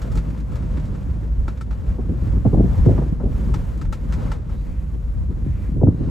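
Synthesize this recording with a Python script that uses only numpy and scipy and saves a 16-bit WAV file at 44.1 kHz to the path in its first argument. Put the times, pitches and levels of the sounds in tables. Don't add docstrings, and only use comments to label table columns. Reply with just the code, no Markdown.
import sys
import numpy as np
from scipy import signal
from scipy.fft import rfft, irfft
from scipy.io import wavfile
from scipy.ndimage import uniform_filter1d, minimum_filter1d

SR = 44100
rng = np.random.default_rng(int(sys.argv[2]) if len(sys.argv) > 2 else 0)


def waveform_to_disk(signal):
    frames = np.transpose(np.atleast_2d(signal))
    scaled = np.clip(frames, -1, 1) * 32767
    samples = np.round(scaled).astype(np.int16)
    wavfile.write(sys.argv[1], SR, samples)


N = 269010
T = np.arange(N) / SR
HZ = np.fft.rfftfreq(N, 1 / SR)

# f/Hz, likeness/0-1
WIND_LIKENESS = [(30, .995), (48, .99), (56, .965), (64, .8), (110, .72), (300, .72), (500, .68),
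                 (1000, .52)]
# f/Hz, likeness/0-1
AIR_LIKENESS = [(300, 0.13), (700, 0.018), (1300, 0.18), (2400, 0.89), (4000, 0.91), (7000, 1),
                (10000, 0.9), (15000, .9)]
# f/Hz, left over right/dB
AIR_PAN = [(300, 5), (700, -0.5), (1300, 3.5), (2400, 0), (4000, 0)]


def amp(db):
    return 10 ** (np.asarray(db) / 20)


def unit(x):
    return x / np.sqrt(np.mean(x ** 2) + 1e-20)


def curve(points, hz=HZ):
    f, value = np.transpose(points)
    return np.interp(np.log(hz + 1), np.log(f), value)


def fader(table, column):
    rows = np.array(table)
    return amp(np.interp(T, rows[:, 0], rows[:, column]))


def add(mix, s, sound):
    part = mix[:, max(round(s * SR), 0):][:, :sound.shape[1]]
    part += sound[:, :part.shape[1]]


def wander(rate_hz):
    return unit(irfft(rfft(rng.standard_normal(N)) / (1 + (HZ / rate_hz) ** 4), N))


def noise(db, likeness, balance_db=0, size=N):
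    same = np.clip(curve(likeness, np.fft.rfftfreq(size, 1 / SR)), -1, 1)
    mid, side = rfft(rng.standard_normal((2, size))) * np.sqrt([1 + same, 1 - same])
    ports = np.array([(mid + side) * amp(balance_db / 2), (mid - side) * amp(-balance_db / 2)])
    return unit(irfft(ports * amp(db), size))


def steadied(x, span_s):
    power = uniform_filter1d((x ** 2).mean(0), max(int(span_s * SR), 1))
    return unit(x / np.sqrt(uniform_filter1d(power, max(int(span_s * SR / 2), 1)) + 1e-9))


def wind(rumble_db=-1.0, flutter_db=-2.0, surge_db=2.5, lumps_db=1.5, crisp_hz=270, crisp_db=-3.0):
    # t/s, rumble level/dB, flutter level/dB
    gusts = [(0.0, -22.5, -27.0), (0.07, -25, -27), (0.15, -16.5, -23.5), (0.24, -24, -25),
             (0.4, -23, -27.3), (0.66, -23, -24.3), (0.8, -22, -23), (1.03, -28, -27), (1.15, -18.4, -25.6),
             (1.24, -24.5, -27.9), (1.42, -16.5, -27.5), (1.56, -26.5, -30), (1.8, -22.5, -30),
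             (1.93, -18.5, -27), (2.0, -26, -27), (2.07, -19.5, -22), (2.21, -24, -24.5),
             (2.29, -16.5, -23), (2.44, -16, -21.5), (2.5, -20, -25), (2.57, -15, -21), (2.7, -15, -22),
             (2.76, -17, -23), (2.795, -9, -21), (2.85, -15, -22), (2.95, -16, -22), (3.13, -21.5, -25),
             (3.28, -18, -24), (3.37, -17.5, -24), (3.52, -19, -22.5), (3.85, -23.5, -27),
             (4.02, -25.5, -28.5), (4.13, -19.5, -24), (4.21, -25, -22), (4.275, -15.5, -21.5),
             (4.34, -25, -27.7), (4.8, -22, -29.5), (5.16, -20.5, -31), (5.27, -18.5, -26),
             (5.38, -24.5, -29), (5.49, -20, -23), (5.64, -24, -28.5), (5.76, -20.5, -22.5),
             (5.9, -22, -23), (5.98, -29, -26), (6.06, -22, -20.5)]
    # f/Hz, relative level/dB
    rumble_spectrum = [(10, -42), (22, -25), (28, -13), (36, -5.5), (43, -5.5), (49, -2.5), (55, 4.5),
                       (60, 1.5), (69, -9.5), (80, -8.5), (100, -16), (160, -34), (400, -70), (1500, -120)]
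    # f/Hz, relative level/dB
    flutter_spectrum = [(30, -10), (70, -3), (110, 2.5), (160, -0.5), (230, -7), (320, -13.5), (470, -23),
                        (650, -39), (1000, -37.5), (2500, -91.5), (8000, -100)]
    rumble = steadied(noise(curve(rumble_spectrum), WIND_LIKENESS), span_s=0.092)
    rumble *= unit(amp(surge_db * wander(rate_hz=27.4)))
    lumps = wander(rate_hz=25)
    flutter = steadied(noise(curve(flutter_spectrum), WIND_LIKENESS), span_s=0.031)
    flutter *= unit(amp(lumps_db * lumps))
    soft = irfft(rfft(flutter) / (1 + (HZ / crisp_hz) ** 6), N)
    ragged = unit(amp(2.5 * np.clip(lumps, -2, 2)))
    crisp = amp(crisp_db) * (flutter - soft) * ragged
    return (amp(rumble_db) * rumble * fader(gusts, column=1)
            + amp(flutter_db) * (soft + crisp) * fader(gusts, column=2))


def grass(rush_db=-43, hiss_db=-55.5, usual_breeze_db=-53.5, stir_db=1.03, crackle_db=0.3):
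    # t/s, far level/dB, near level/dB
    breeze = [(0, -49, -52), (.48, -59.5, -61), (.54, -52.5, -58), (.8, -54.5, -59.5), (1.48, -58, -59),
              (1.66, -63, -64), (1.9, -53, -57), (1.98, -60, -61.5), (2.32, -51.5, -54), (2.38, -56, -56.5),
              (2.5, -55.5, -55), (2.76, -48, -51), (2.96, -49, -52), (3.2, -62, -64), (3.38, -52, -50.5),
              (3.72, -54.5, -53), (3.81, -57.5, -61), (3.9, -63, -61.5), (4.24, -46, -53),
              (4.43, -59.5, -66), (4.54, -58, -55.5), (4.9, -62.5, -58.5), (5.32, -62, -61.3),
              (5.5, -60.5, -59), (5.65, -58.5, -56), (5.84, -67, -63), (6.06, -53.5, -63)]
    # f/Hz, relative level/dB
    rush_spectrum = [(100, -19), (300, 2.5), (500, 16), (750, 5), (1000, 4.5), (1350, 1), (1700, -3.5),
                     (2400, -10), (3200, -14.5), (5000, -19), (9000, -24), (16000, -46.5)]
    # f/Hz, relative level/dB
    hiss_spectrum = [(300, 4), (1000, 10.5), (2000, 4), (3500, -2.5), (5000, -5.5), (7000, -3.5),
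                     (8500, -6), (10000, -5), (11500, -4.5), (13000, -8), (15000, -6), (16000, -20.5)]
    stir = amp(stir_db * wander(rate_hz=13) - usual_breeze_db)
    far = (stir * fader(breeze, column=1)) ** 0.85
    near = (stir * fader(breeze, column=2)) ** 0.79
    rush = noise(curve(rush_spectrum), AIR_LIKENESS, curve(AIR_PAN)) * amp(1.1 * wander(rate_hz=38))
    hiss = noise(curve(hiss_spectrum), AIR_LIKENESS, curve(AIR_PAN)) * amp(0.77 * wander(rate_hz=160))
    crackle = unit(amp(crackle_db * wander(rate_hz=700)))
    return amp(rush_db) * rush * far + amp(hiss_db) * hiss * crackle * near


def taps(rise_s=0.00063, ring_rise_s=0.0033, decay_s=0.016, tail_s=0.046, tail_db=-17, low_hz=1100):
    # t/s, spatter/dB, treble/dB, ring/dB, lift of the modes below low_hz/dB
    hits = [(.018, -36, -26, -51, 3), (0.118, -43.5, -14, -46, -5), (.154, -41.5, -7, -38, -4),
            (0.173, -33, -26.5, -41, 11), (.304, -45, -30, -62, 2), (0.377, -46.5, -26, -66, 0),
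            (0.401, -45, -28, -60, 0), (.52, -51, -16, -41, 2), (0.556, -41, -21, -42, 5),
            (.624, -51, -27, -50, 6), (.772, -38, -36, -49, 11), (0.799, -48, -23, -58, 0),
            (.855, -48.5, -17, -62, 0), (.926, -60, -17, -62, 0), (.949, -48, -29, -60, 0),
            (1.026, -56, -21, -60, 0), (1.48, -32, -38, -30.5, 1), (1.574, -44.5, -32, -61, 0),
            (1.61, -39.5, -23, -31.5, -10), (1.708, -37, -41, -43, 4), (1.728, -50, -24, -50, 10),
            (3.54, -29.5, -31.5, -37.5, 10.5), (3.775, -50.5, -5, -60, 0), (3.814, -36, -31, -37.5, -14),
            (3.85, -42.5, -34, -51, 14), (3.926, -30.5, -26, -30, 0), (4.124, -32.5, -30, -45, -1),
            (4.136, -40, -21, -57, 0), (4.316, -30.5, -32.5, -30, 4), (4.495, -45, -35, -43.5, 0)]
    # f/Hz, relative level/dB, t60/s
    modes = [(560, -3, .04), (865, 1.5, .04), (1010, -4.5, .03), (1305, 6, .04), (1430, -5, .034),
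             (1770, -13.5, .04), (2295, -15, .045), (3590, -24, .05), (4340, -22, .06), (5220, -21, .06),
             (7550, -21, .05)]
    # f/Hz, relative level/dB
    spatter_spectrum = [(150, -9), (500, -1.5), (900, 7.5), (1400, 7), (2000, 2.5), (2900, -4.5),
                        (3600, -4), (5000, -7), (7500, -9.5), (9500, -14.5), (12000, -19), (15500, -24)]
    out, size = np.zeros((2, N)), 2 ** 13
    hz, t = np.fft.rfftfreq(size, 1 / SR), np.arange(size) / SR
    treble_shelf = hz ** 2 / (hz ** 2 + 2800 ** 2)
    attack = 1 - np.exp(-t / rise_s)
    envelope = attack * (np.exp(-(t / decay_s) ** 1.25) + amp(tail_db) * np.exp(-t / tail_s))
    build = 1 - np.exp(-(t / ring_rise_s) ** 2)
    for s, db, treble_db, ring_db, low_db in hits:
        colour_db = curve(spatter_spectrum, hz) + 0.9 * (treble_db + 29.0) * treble_shelf
        grain = unit(amp(0.57 * unit(uniform_filter1d(rng.standard_normal(size), size=40))))
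        spatter = grain * noise(colour_db, AIR_LIKENESS, curve(AIR_PAN, hz), size=size)
        detune = rng.uniform(0.99, 1.025)
        ring = np.zeros(size)
        for f, mode_db, t60 in modes:
            fade = amp(mode_db + low_db * (f < low_hz) - 60 * t / t60)
            ring += fade * np.sin(2 * np.pi * (detune * f * t + rng.random()))
        knock = amp(ring_db) * build * ring * amp([[2.5], [0]])
        add(out, s - .001, amp(db - 4.5) * envelope * spatter + knock)
    return out


def buffets(rise_s=0.0016, lead_s=.01, lag_s=0.00929, lag_hz=190, knee_share=0.023, gain_db=7.0):
    # onset t/s, relative level/dB, nominal decay/s, upper edge f/Hz
    bursts = [(1.983, -25.5, 0.011, 680), (2.087, -24.5, 0.024, 416), (2.362, -22, 0.009, 294),
              (2.45, -18, 0.01, 710), (2.527, -19.5, 0.017, 600), (2.544, -26, .005, 800),
              (2.568, -22, 0.018, 640), (2.596, -25, 0.015, 680), (2.633, -23.5, 0.021, 480),
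              (2.858, -13, 0.019, 475), (2.886, -21, 0.02, 570), (2.903, -24.5, 0.03, 480),
              (2.978, -21, 0.0064, 1210), (3.014, -25.5, 0.0097, 810), (3.199, -31.5, 0.014, 1050),
              (3.232, -26.5, 0.027, 500), (3.258, -21, 0.0047, 603), (5.312, -30, 0.0079, 280),
              (5.761, -23.5, 0.012, 405), (5.813, -18.5, 0.012, 610), (5.845, -21.5, 0.023, 355),
              (5.870, -21, 0.0065, 843), (6.002, -25, 0.022, 423)]
    out, size = np.zeros((2, N)), 2 ** 13
    hz, t = np.fft.rfftfreq(size, 1 / SR) + 1, np.arange(size) / SR
    phase_lag = 2 * np.pi * lag_s * lag_hz * np.arctan(hz / lag_hz)
    age = np.maximum(t - lead_s, 0)
    low_cut = 1 / np.hypot(1, (80 / hz) ** 3)
    for s, db, decay_s, edge_hz in bursts:
        shape = low_cut / np.hypot(1, hz / (knee_share * edge_hz)) / np.hypot(1, (hz / edge_hz) ** 3.3)
        eddy = steadied(noise(20 * np.log10(shape), WIND_LIKENESS, size=size), span_s=0.36)
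        swell = (1 - np.exp(-age / rise_s)) * np.exp(-(age / (1.5 * decay_s)) ** 0.92)
        high_cut = 1 / np.hypot(1, (hz / (2 * edge_hz)) ** 4)
        thump = irfft(rfft(eddy * swell) * high_cut * np.exp(-1j * phase_lag))
        add(out, s - lead_s, amp(db + gain_db) * thump)
    return out


def pops(rise_s=0.0051, glide_s=0.00662, roughness=0.29, port_spread_turns=0.058):
    # t/s, level/dB, decay/s, starting f/Hz, final f/Hz
    eddies = [(1.985, -19.5, 0.0086, 490, 85), (2.093, -11, 0.0087, 420, 101),
              (2.119, -13, 0.0064, 397, 120), (2.155, -23, 0.0095, 370, 110),
              (2.221, -14.5, .009, 390, 120), (2.268, -16.5, 0.0093, 380, 191),
              (2.366, -18, 0.014, 345, 150), (2.452, -6, 0.028, 518, 120.5),
              (2.463, -3.5, 0.021, 128, 88.5), (2.514, -10, .009, 340, 85), (2.531, -8, 0.009, 518, 129),
              (2.534, -3, 0.012, 195, 106), (2.543, -7.5, 0.0042, 880, 295),
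              (2.552, -11.5, 0.016, 482, 122), (2.573, -8, 0.029, 410, 123), (2.594, -3, 0.013, 363, 132),
              (2.603, -4, 0.011, 634, 110), (2.639, -13, 0.016, 515, 180), (2.864, -5.5, 0.019, 417, 119),
              (2.869, 0, 0.018, 160, 105), (2.884, -3, 0.0078, 594, 149), (2.893, -6, 0.0043, 700, 200),
              (2.9, -8, 0.04, 247, 97), (2.974, -11, 0.0081, 305, 100), (2.986, -13, 0.034, 493, 129),
              (3.062, -12.5, 0.0069, 376, 140), (3.095, -17, .007, 360, 140),
              (3.122, -8.5, 0.014, 308, 120), (3.257, -12, 0.0091, 325, 100), (4.18, -16, 0.013, 380, 130),
              (4.25, -17, 0.013, 342, 90), (5.421, -23, 0.0088, 380, 150), (5.461, -17, 0.021, 470, 120),
              (5.689, -20, 0.011, 380, 170), (5.718, -18, 0.015, 338, 109), (5.76, -16.5, 0.017, 377, 110),
              (5.816, -10, 0.012, 460, 301), (5.831, -6, 0.015, 844, 200), (5.833, 2, .013, 196, 95),
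              (5.862, -11, 0.015, 356, 220), (5.871, -2.5, 0.023, 151, 91), (5.881, 0, 0.012, 525, 100),
              (5.941, -11, 0.015, 250, 110.6), (6.006, -10.5, 0.0075, 403, 130)]
    out, size = np.zeros((2, N)), 2 ** 12
    hz, t = np.fft.rfftfreq(size, 1 / SR), np.arange(size) / SR
    rough_spectrum_db = -10 * np.log10(1 + (hz / 220) ** 6)
    for s, db, decay_s, start_hz, end_hz in eddies:
        pitch_hz = end_hz + (start_hz - end_hz) * np.exp(-(t / glide_s) ** 1.63)
        turns = np.cumsum(pitch_hz) / SR + rng.random()
        swings = np.sin(2 * np.pi * (turns + port_spread_turns * rng.standard_normal((2, 1))))
        swell = (1 - np.exp(-(t / rise_s) ** 2)) * np.exp(-(t / decay_s) ** 2)
        rough = roughness * noise(rough_spectrum_db, WIND_LIKENESS, size=size)
        add(out, s, amp(db) * swell * (swings + rough))
    return out


def swishes(width_octaves=0.4):
    # peak t/s, half length/s, level/dB, centre f/Hz
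    passes = [(2.76, .05, -47, 850), (4.74, 0.073, -62, 2000), (5.542, .07, -61, 2050),
              (5.654, .05, -58, 1900)]
    out = np.zeros((2, N))
    for s, half_s, db, centre_hz in passes:
        octaves_off = np.log2((HZ + 1) / centre_hz)
        band_db = -20 * np.log10(1 + (octaves_off / width_octaves) ** 4)
        swell = np.exp(-((T - s) / half_s) ** 2 / 2)
        out += amp(db) * swell * noise(band_db, AIR_LIKENESS)
    return out


def bird(gain_db=-8, fade_s=0.0068, blur_hz=220):
    # t/s, f/Hz, relative level/dB
    chirps = [
        [(4.503, 2850, -62), (4.517, 3000, -57), (4.54, 3100, -66)],
        [(4.508, 3700, -61), (4.525, 3800, -58), (4.565, 3780, -61), (4.6, 3900, -62), (4.63, 4000, -68)],
        [(4.55, 4550, -68), (4.6, 4650, -62), (4.72, 4500, -69)],
        [(5.9, 4100, -72), (5.945, 4100, -65), (5.98, 4000, -67), (6.02, 4120, -62), (6.09, 4050, -65)],
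        [(5.985, 2800, -68), (6.03, 2950, -62), (6.09, 3050, -63)],
    ]
    out = np.zeros((2, N))
    for chirp in chirps:
        s, hz, db = np.transpose(chirp)
        phase = 2 * np.pi * np.cumsum(np.interp(T, s, hz)) / SR
        tone = wander(blur_hz) * np.sin(phase) + wander(blur_hz) * np.cos(phase)
        gate = np.clip(np.minimum(T - s[0], s[-1] - T) / fade_s, 0, 1)
        out += gate * amp(np.interp(T, s, db) + gain_db) * tone
    return out


def limiter(x, ceiling, size):
    needed = ceiling / np.maximum(abs(x).max(0), ceiling)
    held = minimum_filter1d(needed, 2 * size)
    return x * uniform_filter1d(uniform_filter1d(held, size), size)


def scene():
    return wind() + buffets() + pops() + grass() + swishes() + taps() + bird()


def record(dry):
    low_cut_hz, band_limit_hz = 29, 15700
    offset_above_hz, treble_offset_s = 7900, .000312
    low_cut = HZ ** 4 / np.hypot(HZ ** 4, low_cut_hz ** 4)
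    phase = np.pi * np.maximum(HZ - offset_above_hz, 0) * treble_offset_s
    widened = irfft(rfft(dry) * low_cut * np.exp(1j * np.array([-phase, phase])), N)
    limited = limiter(widened, ceiling=.925, size=200)
    band_limit = signal.firwin(511, band_limit_hz, window=("kaiser", 9), fs=SR)
    return signal.oaconvolve(limited, band_limit[None], "same")


dry = scene()
out = record(dry)
waveform_to_disk(out)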